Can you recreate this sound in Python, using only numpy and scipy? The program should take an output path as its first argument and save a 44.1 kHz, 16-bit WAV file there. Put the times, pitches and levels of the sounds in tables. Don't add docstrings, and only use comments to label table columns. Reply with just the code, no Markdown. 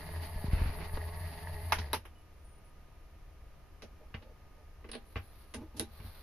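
import sys
import numpy as np
from scipy import signal
from scipy.fft import rfft, irfft, next_fast_len
from scipy.io import wavfile
from scipy.ndimage import map_coordinates

SR = 44100
rng = np.random.default_rng(int(sys.argv[2]) if len(sys.argv) > 2 else 0)


def transcribe(u):
    v = np.clip(np.atleast_2d(u).T, -1, 1)
    q = np.round(v * 32767).astype(np.int16)
    wavfile.write(sys.argv[1], SR, q)


N = 274467

# (frequency [Hz], relative level [dB])
HISS_COLOUR = [(7000, -83), (8600, -17), (9300, 1.5), (10500, 6), (12500, -1.5), (14200, -3)]
RUMBLE_COLOUR = [(12, -5), (20, -2), (81, -4.5), (97, -14), (146, -18), (173, -22.5), (200, -24),
                 (260, -30), (440, -120)]


def lathe():
    # (time [s], speed [turns/s])
    motor_speed = [(0, 83.5), (.5, 82.6), (.9, 83.6), (1.79, 84.7), (1.88, 68.5), (2.0, 77), (2.2, 20)]
    # (multiple of the motor speed, relative level [dB])
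    hum_tones = [(1, 4), (2, -14.5), (4, -26.5), (8, -47), (10, -42)]
    # (pitch [Hz], level [dB])
    gear_tones = [(149.6, -57.5), (426, -61.5), (597, -66), (631, -70), (659, -66.5), (705, -65),
                  (826, -67), (860, -63.5), (900, -64.5), (1095, -70.5), (1225, -75), (1715, -69),
                  (1905, -68), (2085, -71.5)]
    # (frequency [Hz], relative level [dB])
    whirr_colour = [(120, -59), (200, -3.5), (374, -9), (427, -3), (526, -34), (610, -7.5), (774, -5),
                    (885, -5), (1360, -13), (1920, -13.5), (2290, -11), (3430, -17.5), (4680, -11),
                    (5680, -27.5), (7000, -22.5), (9100, -113), (15400, -120)]
    full_speed, tooth_hz, teeth_per_turn = 83.5, 142, 40
    mount_hz, mount_width_hz = 75.4, 6.3
    power_off_s, silent_s = 1.82, 1.93
    t = np.arange(N) / SR
    speed, = curves(motor_speed)
    pace = speed / full_speed
    tooth_angle = phase(tooth_hz * pace)
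    spindle_angle = tooth_angle / teeth_per_turn
    waver = 1 + .017 * np.sin(spindle_angle) + .009 * wobble(9)
    shaft_angle = phase(speed * waver)
    mount = 1 / np.hypot(1, 2 * (speed - mount_hz) / mount_width_hz)
    hum = sum(amp(db + 3.9 * wobble(11.3)) * np.sin(multiple * shaft_angle + .3 * wobble(11.66))
              for multiple, db in hum_tones)
    whine = np.zeros(N)
    for hz, db in gear_tones:
        swell_db = 3.2 * np.sin(spindle_angle + rng.uniform(0, 2 * np.pi)) + 3 * wobble(16)
        whine += amp(db + swell_db) * np.sqrt(2) * np.sin(phase(hz * pace * waver) + .45 * wobble(35))
    whirr = noise(whirr_colour) * amp(2.4 * wobble(43.37) + .67 * np.sin(tooth_angle))
    rattle = bearing(shaft_angle) * amp(7.5 * mount + .5 * np.sin(spindle_angle) + 1.1 * wobble(22))
    gears = pace ** 2.1 * (amp(-52.5) * whirr + amp(-59) * rattle)
    hiss = pace ** .94 * noise(HISS_COLOUR)
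    hiss *= unit(amp(1.3 * np.cos(tooth_angle) + np.cos(2 * tooth_angle) + 1.4 * wobble(22) + wobble(90)))
    hiss *= amp(-54.5 - 94 * np.maximum(t - power_off_s, 0))
    shake = amp(-48) * noise(RUMBLE_COLOUR)
    drift = amp(-t)
    sound = amp(-35.5) * mount * pace * hum + pace ** 7 * (whine + shake) + drift * (gears + hiss)
    return sound * (t < silent_s)


def bearing(shaft_angle):
    # (pitch [Hz], width [Hz], relative level [dB])
    housing = [(437, 20, 3.5), (629, 31, 8), (908, 36, 8), (1007, 154, -2), (1686, 46, 3), (1890, 65, 5),
               (2072, 130, -2.5)]
    at = np.flatnonzero(np.diff(shaft_angle // np.pi))
    scatter_db = 2.5 * np.clip(rng.standard_normal(len(at)), -2, 2)
    ticks = np.zeros(N)
    ticks[at] = amp(scatter_db - 11 * (np.arange(len(at)) % 2))
    scrape = signal.lfilter([1], [1, -np.exp(-1 / (.00099 * SR))], ticks)
    return unit(resonant(scrape * white_noise(N), housing))


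def switches():
    # (time [s], level [dB], bass [dB], snap [dB], treble [dB], fade time [s], base echo [dB])
    snaps = [(0.9723, -58, 3.5, -13, -28, 0.0046, -17), (1.721, -36.5, -19, -7.5, -16, 0.023, -7.5),
             (1.729, -50, -13, -18, -24, 0.042, -4), (1.748, -53, -15, -9, -19, 0.03, 1),
             (1.784, -54.5, -6, -1, -21, 0.037, -3.5), (1.9309, -47, -5.5, -1, -2.5, 0.0073, -7),
             (1.9336, -49, -2, -3, -15, 0.03, 0.5), (1.940, -48.5, -7, -6, -9, 0.03, -1.5),
             (1.961, -61, -5, -12, -15, 0.015, -15), (2.051, -65, -5.5, -13, -10.5, 0.062, 4)]
    # (pitch [Hz], relative level [dB], fade time [s])
    box_tones = [(347, -10, 0.063), (431, -5.5, 0.06), (653, -10.5, 0.067), (885, 1.5, 0.057),
                 (973, 3, 0.044), (1085, -2, 0.016), (1120, 1, 0.033), (1234, -6, 0.058),
                 (1435, -12.5, 0.076), (1655, 1, 0.021), (1940, -12, 0.085), (2110, -15, 0.059),
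                 (2180, -12.5, 0.11), (2694, -16, 0.08), (2990, -20, 0.058), (3570, 1, 0.018),
                 (3920, 6.5, 0.027), (4720, -10, 0.045), (5050, -30, 0.048)]
    out = np.zeros((2, N))
    for s, db, bass_db, snap_db, treble_db, fade_s, echo_db in snaps:
        sound = blow(box_tones, bass_db, snap_db, treble_db, fade_s, snap_hz=(3080, 5770), tick_hz=10800,
                     tick_width=.11, ring_db=1, echo_db=echo_db, echo_s=.12, room_db=-21)
        add(out, s, amp(db) * sound)
    return out


def chuck_key():
    # (time [s], level [dB], bass [dB], snap [dB], treble [dB], top of the snap [Hz], tick pitch [Hz],
    # fade time [s], ringing [dB])
    ticks = [(3.821, -66, 2, 0, -13, 6160, 10800, 0.0052, -7),
             (3.837, -73.5, 9, -3, -12, 6540, 10800, 0.008, -20),
             (4.141, -56.5, -5, -21, -48, 4500, 10000, 0.018, 12.5),
             (4.221, -75.5, 4, -2, -21, 4960, 9900, .054, 3),
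             (4.842, -68, 4.5, -20, -46, 4600, 10000, .036, 16),
             (4.888, -67, 4, -6, -13, 5030, 9800, 0.04, -3),
             (4.915, -68.5, -1, 5.5, 9.5, 5240, 9400, 0.015, -8),
             (4.93, -60.5, -4, 0, -10, 4540, 9500, 0.12, -1),
             (4.949, -61.5, 7, -1, -8.5, 4400, 9400, 0.018, -5.5),
             (5.157, -53, -3, -24, -48, 4840, 10100, 0.0095, 17),
             (5.165, -57, -7, -15, -44, 4840, 10200, 0.038, -4),
             (5.5385, -59.5, -2, -4, -9, 7800, 9900, 0.013, -8),
             (5.544, -61.5, 0.5, -0.5, 0, 7900, 9600, 0.011, -14),
             (5.765, -72.5, 3, 9, 6, 7800, 10400, 0.22, -12),
             (5.7959, -59, 3.5, 8.5, 10.5, 7600, 10440, 0.0046, -11),
             (5.799, -59, 5, -8, -19, 5000, 10350, 0.026, 5),
             (5.998, -70, 1.5, -12, -23, 5000, 10000, 0.043, 1)]
    # (pitch [Hz], relative level [dB], fade time [s])
    steel_tones = [(224.4, -3.5, 0.25), (333, 1.5, 0.046), (425, -2.5, 0.14), (465.7, 0, 0.095),
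                   (634, -5, 0.1), (803, -11, 0.27), (930, -6, 0.028), (1122, 6.5, 0.028), (1530, -7, 0.14),
                   (1605, -3.5, 0.1), (1650, -7, 0.05), (1860, -8, 0.093), (2030, 2, 0.053),
                   (2342, -9, 0.14), (2585, 0.5, 0.052), (2850, 0, 0.064), (3320, -12, 0.053),
                   (3756, -1, 0.1), (3940, 2, 0.06), (4280, -3, 0.068), (9700, -8, 0.052),
                   (10000, -13, 0.025), (10230, 6, 0.017)]
    out = np.zeros((2, N))
    for s, db, bass_db, snap_db, treble_db, top_hz, tick_hz, fade_s, ring_db in ticks:
        sound = blow(steel_tones, bass_db, snap_db, treble_db, fade_s, (3090, top_hz), tick_hz,
                     tick_width=.085, ring_db=ring_db, echo_db=-2, echo_s=.11, room_db=-12.5)
        add(out, s, amp(db) * sound)
    return out


def spindle_knocks():
    # (time [s], level [dB])
    knocks = [(1.79, -25.5), (1.932, -32), (1.968, -31), (4.143, -27.5), (5.159, -21.5), (5.566, -33.5),
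              (5.612, -31), (5.762, -33), (5.799, -31), (5.999, -32), (6.048, -28.5)]
    # (pitch [Hz], relative level [dB], fade time [s])
    spindle_tones = [(71.3, -8.5, 0.19), (93.3, -7.5, 0.19), (162, -5.5, 0.038), (226, -20.5, 0.14)]
    out, t = np.zeros((2, N)), np.arange(SR // 3) / SR
    for s, db in knocks:
        thud = ringing(spindle_tones, t, scatter_db=1) * (1 - np.exp(-t / .005))
        add(out, s, amp(db) * thud)
    return out


def chuck_groans():
    # (time [s], length [s], level [dB], pitch [Hz])
    groans = [(3.989, 0.042, -62, 592), (4.214, 0.095, -59.5, 563), (4.577, 0.042, -63.5, 614),
              (4.842, 0.034, -57, 348), (4.946, 0.03, -46, 235), (5.549, 0.043, -44, 235),
              (5.607, 0.022, -44, 300), (5.741, 0.055, -50.5, 302), (5.797, 0.032, -45, 327.6),
              (5.992, 0.021, -59, 608)]
    # (pitch [Hz], width [Hz], relative level [dB])
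    chuck_body = [(229, 14.7, -1.5), (316, 16.5, -4), (446, 46, -2.5), (616, 12, -4.5), (864, 58, -5)]
    out = np.zeros(N)
    for s, length, db, hz in groans:
        envelope = stroke(length, attack_s=.0024, release_s=.019)
        size = len(envelope)
        slips = np.sin(phase(hz * np.exp(.12 * wobble(150, size)))) * amp(2.1 * wobble(103, size))
        groan = resonant(slips + 1.4 * rng.standard_normal(size), chuck_body)
        add(out, s, amp(db) * envelope * unit(groan))
    return out


def brushes():
    # (time [s], level [dB])
    hiss_levels = [(4.95, -100), (5.0, -78), (5.14, -64.5), (5.3, -66), (5.5, -66.5), (5.68, -74),
                   (5.88, -71), (5.98, -59), (6.22, -60.5)]
    # (frequency [Hz], relative level [dB])
    drag_colour = [(300, -4), (700, 7), (2000, 2), (3000, -2), (4400, 4.5), (5300, -6), (7000, -17),
                   (9500, -2), (14200, -1)]
    # (time [s], length [s], level [dB], start pitch [Hz], end pitch [Hz], waver [share of the pitch])
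    squeals = [(2.14, 0.083, -80, 9900, 10200, 0.0068), (2.147, .06, -73, 2960, 2930, .002),
               (2.333, 0.13, -78.5, 9450, 9500, .004), (2.438, 0.15, -73, 9500, 9700, 0.0096),
               (2.64, .06, -74, 9950, 10100, .035), (5.045, 0.082, -73, 9700, 10050, 0.0096),
               (5.057, 0.085, -77, 11300, 11500, .006), (5.15, .13, -80, 12450, 12600, .011),
               (5.225, .085, -72, 10900, 10600, .015), (5.335, 0.055, -76, 11100, 11450, .011),
               (5.35, .08, -83, 12800, 12300, .014), (5.37, .065, -73, 11200, 9950, 0.0073),
               (5.44, 0.11, -74, 10400, 10050, .012)]
    hiss_db, = curves(hiss_levels)
    out = noise(drag_colour) * amp(hiss_db + 2.2 * wobble(25) + 1.8 * wobble(350))
    for s, length, db, start_hz, end_hz, waver in squeals:
        envelope = stroke(length, attack_s=.011, release_s=.013)
        size = len(envelope)
        glide_hz = np.interp(np.arange(size) / SR, [0, length], [start_hz, end_hz])
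        angle = phase(glide_hz * (1 + waver * wobble(95, size)))
        scratch = min(60 * waver, .75)
        stereo_shift = rng.normal(0, .6, (2, 1))
        tone = np.sin(angle + stereo_shift + scratch * wobble(900, size)) * amp(3.5 * wobble(110, size))
        add(out, s, amp(db) * envelope * unit(tone))
    return out


def hand_on_camera():
    # (time [s], level [dB], pitch scale [Hz])
    bumps = [(0.361, -24.5, 39.8), (0.443, -23.5, 102), (.483, -23, 53.7), (0.533, -14.5, 51.7),
             (0.617, -17.5, 46), (0.661, -23.5, 44.4), (0.939, -25, 28.8), (0.972, -34, 59.3)]
    # (time [s], length [s], level [dB])
    rubs = [(.49, 0.17, -48), (.65, 0.083, -61.5), (.76, 0.059, -50)]
    # (pitch [Hz], width [Hz], relative level [dB])
    shell = [(1220, 820, 2), (2620, 890, -0.5)]
    # (frequency [Hz], relative level [dB])
    skin_colour = [(200, 11), (600, 10.5), (2000, -12), (4500, -1.5), (7000, -26), (14200, -44)]
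    thumps, rubbing, t = np.zeros(N), np.zeros(N), np.arange(SR // 4) / SR
    for s, db, hz in bumps:
        angle = 2 * np.pi * hz * .016 * np.log1p(t / .0068)
        swing = -np.sin(angle) * np.exp(-t * hz * 1.25)
        add(thumps, s, amp(db) * swing * (1 + .0042 * rng.standard_normal(len(t))))
    for s, length, db in rubs:
        add(rubbing, s, amp(db) * stroke(length, attack_s=.049, release_s=.053))
    rasp = unit(resonant(white_noise(N) * amp(2.9 * wobble(300)), shell))
    return thumps + rubbing * (rasp + amp(-.5) * noise(skin_colour) + amp(9.5) * noise(RUMBLE_COLOUR))


def background():
    # (pitch [Hz], level [dB])
    hum_tones = [(73, -65), (144, -78), (306.8, -79), (393, -82.5), (662, -83), (719, -87), (958, -84.5),
                 (1190, -85), (1308, -88), (1696, -88), (1749, -86.5), (1830, -87.5), (2005, -91),
                 (2191, -89), (2412, -90), (1221, -80.5), (1238, -75.5)]
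    # (frequency [Hz], relative level [dB])
    air_colour = [(100, -39), (170, -3.5), (391, -2.5), (421, -2.5), (645, -2.5), (1100, -7.5), (1210, -10),
                  (1480, -10), (2800, -13), (3400, -18), (8300, -21), (9810, -23), (14200, -24.5)]
    hum = sum(amp(db + 1.5 * wobble(3)) * np.sqrt(2) * np.sin(phase(np.full(N, hz)) + .55 * wobble(8))
              for hz, db in hum_tones)
    rumble = amp(-53) * noise(RUMBLE_COLOUR)
    return hum + rumble + amp(-64) * noise(air_colour) + amp(-88.5) * noise(HISS_COLOUR)


def wall_echo(size):
    # (frequency [Hz], fade time [s])
    fade_times = [(150, 0.012), (1000, 0.23), (4000, 0.19), (12000, 0.027)]
    hz, t, spectrum = signal.stft(rng.standard_normal((2, size)), SR, nperseg=128)
    spectrum *= amp(-60 * t / along(fade_times, hz)[:, None])
    tail = signal.istft(spectrum, SR, nperseg=128)[1][:, :size]
    return unit(tail) / np.sqrt(size)


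def blow(tones, bass_db, snap_db, treble_db, fade_s, snap_hz, tick_hz, tick_width,
         ring_db, echo_db, echo_s, room_db):
    size = SR // 3
    t = np.arange(size) / SR
    burst = lambda seconds: unit(white_noise(size) * amp(-60 * t / seconds))
    direct = burst(fade_s) + amp(ring_db) * unit(ringing(tones, t, scatter_db=2.5))
    direct *= 1 - np.exp(-t / (.06 * fade_s))
    machine = amp(echo_db - .44 * treble_db) * burst(echo_s)
    walls = amp(room_db) * signal.fftconvolve(direct, wall_echo(size), axes=1)[:, :size]
    sound = direct + (machine + walls) * (1 - np.exp(-t / .003))
    treble_hz = (tick_hz / (1 + tick_width), tick_hz * (1 + tick_width))
    bands = [((200, 600), bass_db), ((600, 3000), 0), (snap_hz, snap_db), (treble_hz, treble_db)]
    return sum(amp(db) * unit(signal.sosfilt(signal.butter(3, edges, 'band', fs=SR, output='sos'), sound))
               for edges, db in bands)


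def ringing(tones, t, scatter_db):
    out = np.zeros((2, len(t)))
    for hz, db, fade_s in tones:
        skew = rng.normal() * min(hz / 4000, 1) * np.array([[1], [-1]])
        envelope = amp(db + scatter_db * rng.normal() - 60 * t / fade_s)
        out += envelope * np.sin(2 * np.pi * hz * t + skew) * rng.choice([-1, 1])
    return out


def stroke(length, attack_s, release_s):
    t = np.arange(int((length + 5 * release_s) * SR)) / SR
    return np.minimum(t / attack_s, 1) * np.exp(-np.maximum(t - length, 0) / release_s)


def white_noise(size):
    # (frequency [Hz], left-right likeness [0 to 1])
    likeness = [(60, 0.95), (150, 0.88), (380, 0.71), (940, 0.64), (2350, 0.39), (5870, 0.007),
                (14700, 0.072)]
    turn = lambda hz: np.arccos(along(likeness, hz)) / 2
    pair = rng.standard_normal((2, size))
    mid, side = filtered(pair, lambda hz: np.array([np.cos(turn(hz)), np.sin(turn(hz))]))
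    return np.array([mid + side, mid - side])


def noise(colour):
    return unit(filtered(white_noise(N), lambda hz: amp(along(colour, hz))))


def resonant(x, peaks):
    return filtered(x, lambda f: sum((-1) ** k * amp(db) * 1j * f * width / (hz**2 - f**2 + 1j * f * width)
                                     for k, (hz, width, db) in enumerate(peaks)))


def filtered(x, response):
    size = x.shape[-1]
    padded = next_fast_len(size + 8192)
    return irfft(rfft(x, padded) * response(np.fft.rfftfreq(padded, 1 / SR)), padded)[..., :size]


def amp(db):
    return 10 ** (np.asarray(db) / 20)


def unit(x):
    return x / np.sqrt(np.mean(x ** 2) + 1e-20)


def along(points, hz):
    frequencies, values = np.transpose(points)
    return np.interp(np.log(hz + 1), np.log(frequencies + 1), values)


def curves(rows):
    times, *columns = np.transpose(rows)
    return [np.interp(np.arange(N) / SR, times, column) for column in columns]


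def wobble(rate, size=N):
    return map_coordinates(rng.standard_normal(int(size * rate / SR) + 4), [np.arange(size) * rate / SR])


def phase(hz):
    return 2 * np.pi * np.cumsum(hz) / SR


def add(track, s, sound):
    part = track[..., round(s * SR):][..., :sound.shape[-1]]
    part += sound[..., :part.shape[-1]]


def scene():
    # (frequency [Hz], left minus right [dB])
    balance = [(60, 0.5), (120, 1.5), (240, -2.5), (470, -2), (940, 1), (1870, -1.0), (3710, -2),
               (7380, -0.5), (14700, 3)]
    mix = lathe() + hand_on_camera() + switches() + chuck_key() + spindle_knocks()
    mix += brushes() + chuck_groans() + background()
    return filtered(mix, lambda hz: amp(np.outer([.5, -.5], along(balance, hz))))


def record(dry):
    # (frequency [Hz], gain [dB])
    treble_dip = [(6000, -1), (7600, -9.5), (8400, -17), (9200, 0)]
    return filtered(dry, lambda hz: amp(along(treble_dip, hz)) * (hz < 14350))


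dry = scene()
out = record(dry)
transcribe(out)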